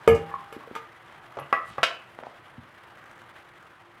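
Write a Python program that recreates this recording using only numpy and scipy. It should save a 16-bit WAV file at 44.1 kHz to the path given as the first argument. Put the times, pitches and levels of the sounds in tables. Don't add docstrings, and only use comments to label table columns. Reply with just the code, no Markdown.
import sys
import numpy as np
from scipy import signal
from scipy.io import wavfile
from scipy.ndimage import uniform_filter1d

SR = 44100
rng = np.random.default_rng(int(sys.argv[2]) if len(sys.argv) > 2 else 0)


def output_pcm(signal):
    pcm = np.clip(np.atleast_2d(signal).T, -1, 1) * 32767
    wavfile.write(sys.argv[1], SR, np.round(pcm).astype(np.int16))


N = 176400

# pitch_hz, level_db (relative), fade_s (time to fall 60 dB)
FLASK_TONES = [(77.8, -19.5, 0.29), (164.5, -18, 0.74), (227, -16, 0.25), (456.5, 4.5, 0.21),
               (540, -0.5, 0.048), (716, -16, 0.31), (802, -28, 3), (920, -7, 0.061), (1214, -8, 0.077),
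               (1217, -16.5, 0.28), (1701, -19.5, 0.32), (2191, -20, 0.2), (2428, -22, 0.23),
               (2820, -30, 0.36), (2950, -29, 0.16), (4800, -50, 0.25), (6000, -46, 0.12),
               (7470, -43.5, 0.081), (8800, -51.5, 0.11), (10700, -49.5, .12), (12600, -49.5, 0.13)]
VESSEL_TONES = [(139.5, -29, 0.31), (430, -10, 0.011), (568, 4, 0.047), (662.6, -7, 0.36),
                (814, 8.5, 0.027), (1138, 10.5, 0.069), (1212, -0.5, 0.26), (1300, -9, 0.75),
                (1470, -18, 0.17), (1476, -18, 0.16), (1650, -4.5, 0.098), (1960, -12.5, 0.6),
                (2000, -47, 0.59), (2160, -22.5, 0.18), (2570, -19.5, 0.13), (3000, -45, 0.18),
                (3130, -50, 0.19), (5744, -71, 0.139), (8850, -65.5, 0.14), (11200, -54, 0.046)]
LID_TONES = [(1097, 13, 0.12), (1097, -12, 0.27), (1710, -13, .23)]
GLASS_TONES = [(532.3, -8, 0.17), (677, 6, 0.036), (820, -11, 0.098), (1105, -4.5, 0.11), (1351, 4, 0.065),
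               (1585, -6, .12), (1767, -19, 0.11), (2499, -13, 0.12), (2564, -23, 1), (3010, -16.5, 0.36),
               (3180, -23, 0.083), (4130, -41, 0.24), (5120, -26, 0.14), (6060, -35, 0.17),
               (7400, -25, 0.04)]
# (60 dB fall, before the crack is filtered)
FLASK_HITS = [(.0765, -0.5, 0, 2.5, 17.5, -27, 2490, 0.041), (.128, -31, -9, -3, 60, -44, 298, 0.052),
              (.149, -31.5, -13, 5, 62, -39.5, 5800, 0.11), (.163, -20, 7.5, 2, 60, -28, 243, 0.11),
              (.184, -29, 7.5, -4, 98, -49, 250, 0.03), (.5255, -28, -7, 5.5, 296, -48, 3000, 0.14),
              (.752, -26.5, -16.5, 4.5, 209, -33.5, 1490, 0.06),
              (.761, -23, -22, -8, 214, -39, 2640, 0.095)]
VESSEL_HITS = [(1.370, -30, 12, -40, 400, -27, 590, 0.064), (1.388, -25.5, 11.5, -8, 200, -28, 890, .03),
               (1.397, -28.5, 9.5, 14, 100, -53, 1510, 0.095),
               (1.417, -29.5, 10.5, -22, 202, -52, 705, 0.037), (1.449, -59, 0, -1, 200, -59, 2500, 0.021),
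               (1.5275, -6.5, -3.5, 5.5, 60, -19, 1020, 0.012), (1.576, -54, -12, -5, 60, -52, 1200, .03),
               (1.782, -17.5, 10, 6.5, 297, -28, 863, 0.061)]
LID_HITS = [(0.314, -31, 0, 36, 50, -55.5, 1300, 0.06), (.340, -19.5, -10, -6, 20, -66, 1100, .03),
            (.608, -37.5, 1, 9, 83, -42, 1280, .03), (0.637, -39, 0, 2, 50, -54, 1080, 0.025)]
GLASS_HITS = [(1.831, -8.5, 0, 0, 20, -9, 2100, 0.087)]
# start_s, peak_db, pitch_hz, length_cycles
TABLE_TAPS = [(.565, -29.5, 342, 1.6), (.674, -35.5, 475, 6.8), (.712, -29.5, 360, 0.73),
              (2.189, -23, 860, 0.43), (2.228, -34.5, 598, 7.7), (2.236, -25.5, 930, 0.53),
              (2.250, -47, 590, 1.7), (2.268, -26, 745, 1.8), (2.310, -41.5, 600, 2.8),
              (2.579, -39.5, 243, 3.7), (2.582, -37.5, 111, 1.8)]
# start_s, length_s, rms_db (before swell and wobble), pitch_hz, width_hz (of each filter)
TABLE_SCRAPES = [(0.082, 0.11, -29.5, 74.3, 25), (0.117, 0.034, -33, 215, 354),
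                 (0.29, 0.079, -49.5, 1100, 500), (1.378, 0.028, -47, 850, 1340),
                 (1.532, 0.048, -53, 1610, 1870), (0.575, 0.11, -61.5, 1300, 1450),
                 (1.40, 0.05, -55, 2800, 302), (1.654, 0.12, -56, 2600, 2340),
                 (1.641, 0.097, -66.5, 8900, 5900), (1.666, 0.076, -49.5, 110, 79),
                 (2.194, 0.16, -58, 910, 1670)]
# start_s, peak_db (of the lower of two tones)
LOUD_POPS = [(0.9378, -50), (1.1253, -37), (1.3248, -40), (1.353, -55), (2.9741, -37.5), (3.0414, -35.5),
             (3.0585, -37), (3.1139, -32.5), (3.1802, -37.5), (3.2183, -34.5), (3.6279, -35.5)]
# (per Hz, relative)
HISS_COLOUR = [(30, 4), (60, -9), (120, 0), (250, -8), (500, -3.5), (1200, 1.5), (2000, -3.5), (2500, -14),
               (3100, -10.5), (4000, -23), (6500, -31), (11000, -29.5), (16000, -40.5)]
# time_s, rms_db
HISS_LEVEL = [(0, -47.5), (.9, -50), (4, -51.5)]
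# pitch_hz, rms_db, width_hz
HUM_TONES = [(117, -70.5, 15), (343.8, -66, 6.8)]
# pitch_hz, fade_s (60 dB fall)
ROOM_FADE = [(200, 0.37), (1000, 0.36), (4000, .3), (12000, 0.22)]

RISE_S = 0.00053
CRACK_WIDTH = 0.98
SPOT_DB = 1.4
NEIGHBOUR_DB, NEIGHBOUR_SPREAD, NEIGHBOUR_TILT_DB = -20, .05, 8
POPS_PER_S, POP_DB, POP_SCATTER_DB = 220, -66, 4.2
POP_HZ, POP_OCTAVES, POP_CYCLES = 3200, 1.15, 1.6
POP_TILT_DB = -1.5
SWELL_DB, FLICKER_DB = .6, 1.1
SPUTTER_DB, SPUTTER_PER_S = 2.5, 150
ROOM_DB, ROOM_GAP_S = -8, .003
MIC_LOW_HZ, TOP_HZ = 60, 16300


def undb(db):
    return 10 ** (np.asarray(db) / 20)


def band(x, hz, width):
    return signal.lfilter(*signal.iirpeak(min(hz, .45 * SR), hz / width, fs=SR), x)


def narrow_band(x, hz, width):
    return band(band(x, hz, width), hz, width)


def unit(x):
    return x / np.sqrt(np.mean(x ** 2))


def curve(hz, table):
    pitches, values = np.array(table).T
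    return np.interp(np.log(hz), np.log(pitches), values)


def add(out, start_s, x, peak_db):
    i = int(start_s * SR)
    x = x[:N - i]
    out[i:i + len(x)] += x * undb(peak_db) / np.max(np.abs(x))


def walk(rate):
    hold = int(SR / rate)
    steps = np.repeat(rng.standard_normal(N // hold + 1), hold)
    return 1.3 * uniform_filter1d(uniform_filter1d(steps, hold), hold)[:N]


def grain(hz, cycles):
    turns = np.arange(int(6 * cycles * SR / hz) + 4) * hz / SR
    return np.sin(2 * np.pi * turns) * np.exp(-turns / cycles * 2)


def struck(tones, blows):
    out, t = np.zeros(N), np.arange(SR // 2) / SR
    hz, level_db, fade_s = np.array(tones).T[:, :, None]

    def sine(f):
        return np.sin(2 * np.pi * f * t)

    neighbours = 0
    for _ in range(8):
        detune = 1 + NEIGHBOUR_SPREAD * rng.standard_normal(hz.shape)
        neighbours = neighbours + sine(hz * detune)
    octave = np.log2(hz[:, 0] / 1000)
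    neighbour_db = np.minimum(NEIGHBOUR_DB + NEIGHBOUR_TILT_DB * octave, 0)
    mixed = sine(hz) + undb(neighbour_db)[:, None] * neighbours
    partials = undb(-60 * t / fade_s) * mixed

    for start_s, ring_db, bass_db, treble_db, damp_db, crack_db, crack_hz, crack_fade_s in blows:
        colour_db = np.where(octave > 0, treble_db, -bass_db) * octave
        colour_db = colour_db + SPOT_DB * rng.standard_normal(len(hz))
        ring = undb(level_db[:, 0] + colour_db) @ partials
        ring = ring * undb(-damp_db * t) * (1 - np.exp(-t / RISE_S))
        add(out, start_s, ring, ring_db)
        noise = rng.standard_normal(len(t)) * undb(-60 * t / crack_fade_s)
        add(out, start_s, narrow_band(noise, crack_hz, CRACK_WIDTH * crack_hz), crack_db)
    return out


def taps():
    out = np.zeros(N)
    for start_s, peak_db, hz, cycles in TABLE_TAPS:
        add(out, start_s, band(grain(hz, cycles), hz, 2 * hz), peak_db)
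    return out


def scrapes():
    out, t = np.zeros(N), np.arange(N) / SR
    for start_s, length_s, rms_db, hz, width in TABLE_SCRAPES:
        swell = np.sin(np.pi * np.clip((t - start_s) / length_s, 0, 1))
        wobble_db = 3.5 * walk(150)
        noise = unit(narrow_band(rng.standard_normal(N), hz, width))
        out += swell * undb(rms_db + wobble_db) * noise
    return out


def bubbles():
    out = np.zeros(N)
    for _ in range(int(POPS_PER_S * N / SR)):
        when, size, pitch = rng.random(), rng.exponential(), rng.standard_normal()
        hz = np.clip(POP_HZ * 2 ** (POP_OCTAVES * pitch), 700, 14000)
        tilt_db = POP_TILT_DB * np.log2(max(hz, 1500) / 1500)
        peak_db = POP_DB + POP_SCATTER_DB * min(size, 3.5) + tilt_db
        add(out, when * (N - 9) / SR, grain(hz, POP_CYCLES), peak_db)
    for start_s, peak_db in LOUD_POPS:
        add(out, start_s, grain(1500, 1.8), peak_db)
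        add(out, start_s, grain(6000, 1.3), peak_db - 12)
    return out


def hiss():
    out, swell, sputter = 0, walk(5.04), walk(SPUTTER_PER_S)
    for hz in 30 * 2 ** np.arange(0, 9.2, 1 / 3):
        noise = unit(narrow_band(rng.standard_normal(N), hz, hz / 3))
        motion_db = SWELL_DB * swell + FLICKER_DB * walk(12)
        motion_db = motion_db + SPUTTER_DB * min(hz / 3000, 1) * sputter
        out = out + noise * np.sqrt(hz) * undb(curve(hz, HISS_COLOUR) + motion_db)
    time_s, rms_db = np.array(HISS_LEVEL).T
    return unit(out) * undb(np.interp(np.arange(N) / SR, time_s, rms_db))


def hum():
    out = np.zeros(N)
    for hz, rms_db, width in HUM_TONES:
        out += undb(rms_db) * unit(band(rng.standard_normal(N), hz, width))
    return out


def room(x):
    t = np.arange(SR // 2) / SR
    tail = np.zeros(len(t))
    for hz in 80 * 2 ** np.arange(0, 8, .5):
        noise = band(rng.standard_normal(len(t)), hz, hz / 2)
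        tail += noise * undb(-60 * t / curve(hz, ROOM_FADE))
    tail = tail * (1 - np.exp(-t / ROOM_GAP_S))
    tail = tail / np.sqrt(np.sum(tail ** 2))
    return signal.fftconvolve(x, tail)[:N] * undb(ROOM_DB)


def scene():
    near = struck(FLASK_TONES, FLASK_HITS) + struck(VESSEL_TONES, VESSEL_HITS)
    near += struck(LID_TONES, LID_HITS) + struck(GLASS_TONES, GLASS_HITS)
    near += taps() + scrapes() + bubbles()
    return (near + room(near) + hiss() + hum())[None]


def record(dry):
    bass_cut = signal.butter(3, MIC_LOW_HZ, "high", fs=SR, output="sos")
    top_cut = signal.ellip(10, .2, 70, TOP_HZ, fs=SR, output="sos")
    return signal.sosfilt(top_cut, signal.sosfilt(bass_cut, dry))


dry = scene()
out = record(dry)
output_pcm(out)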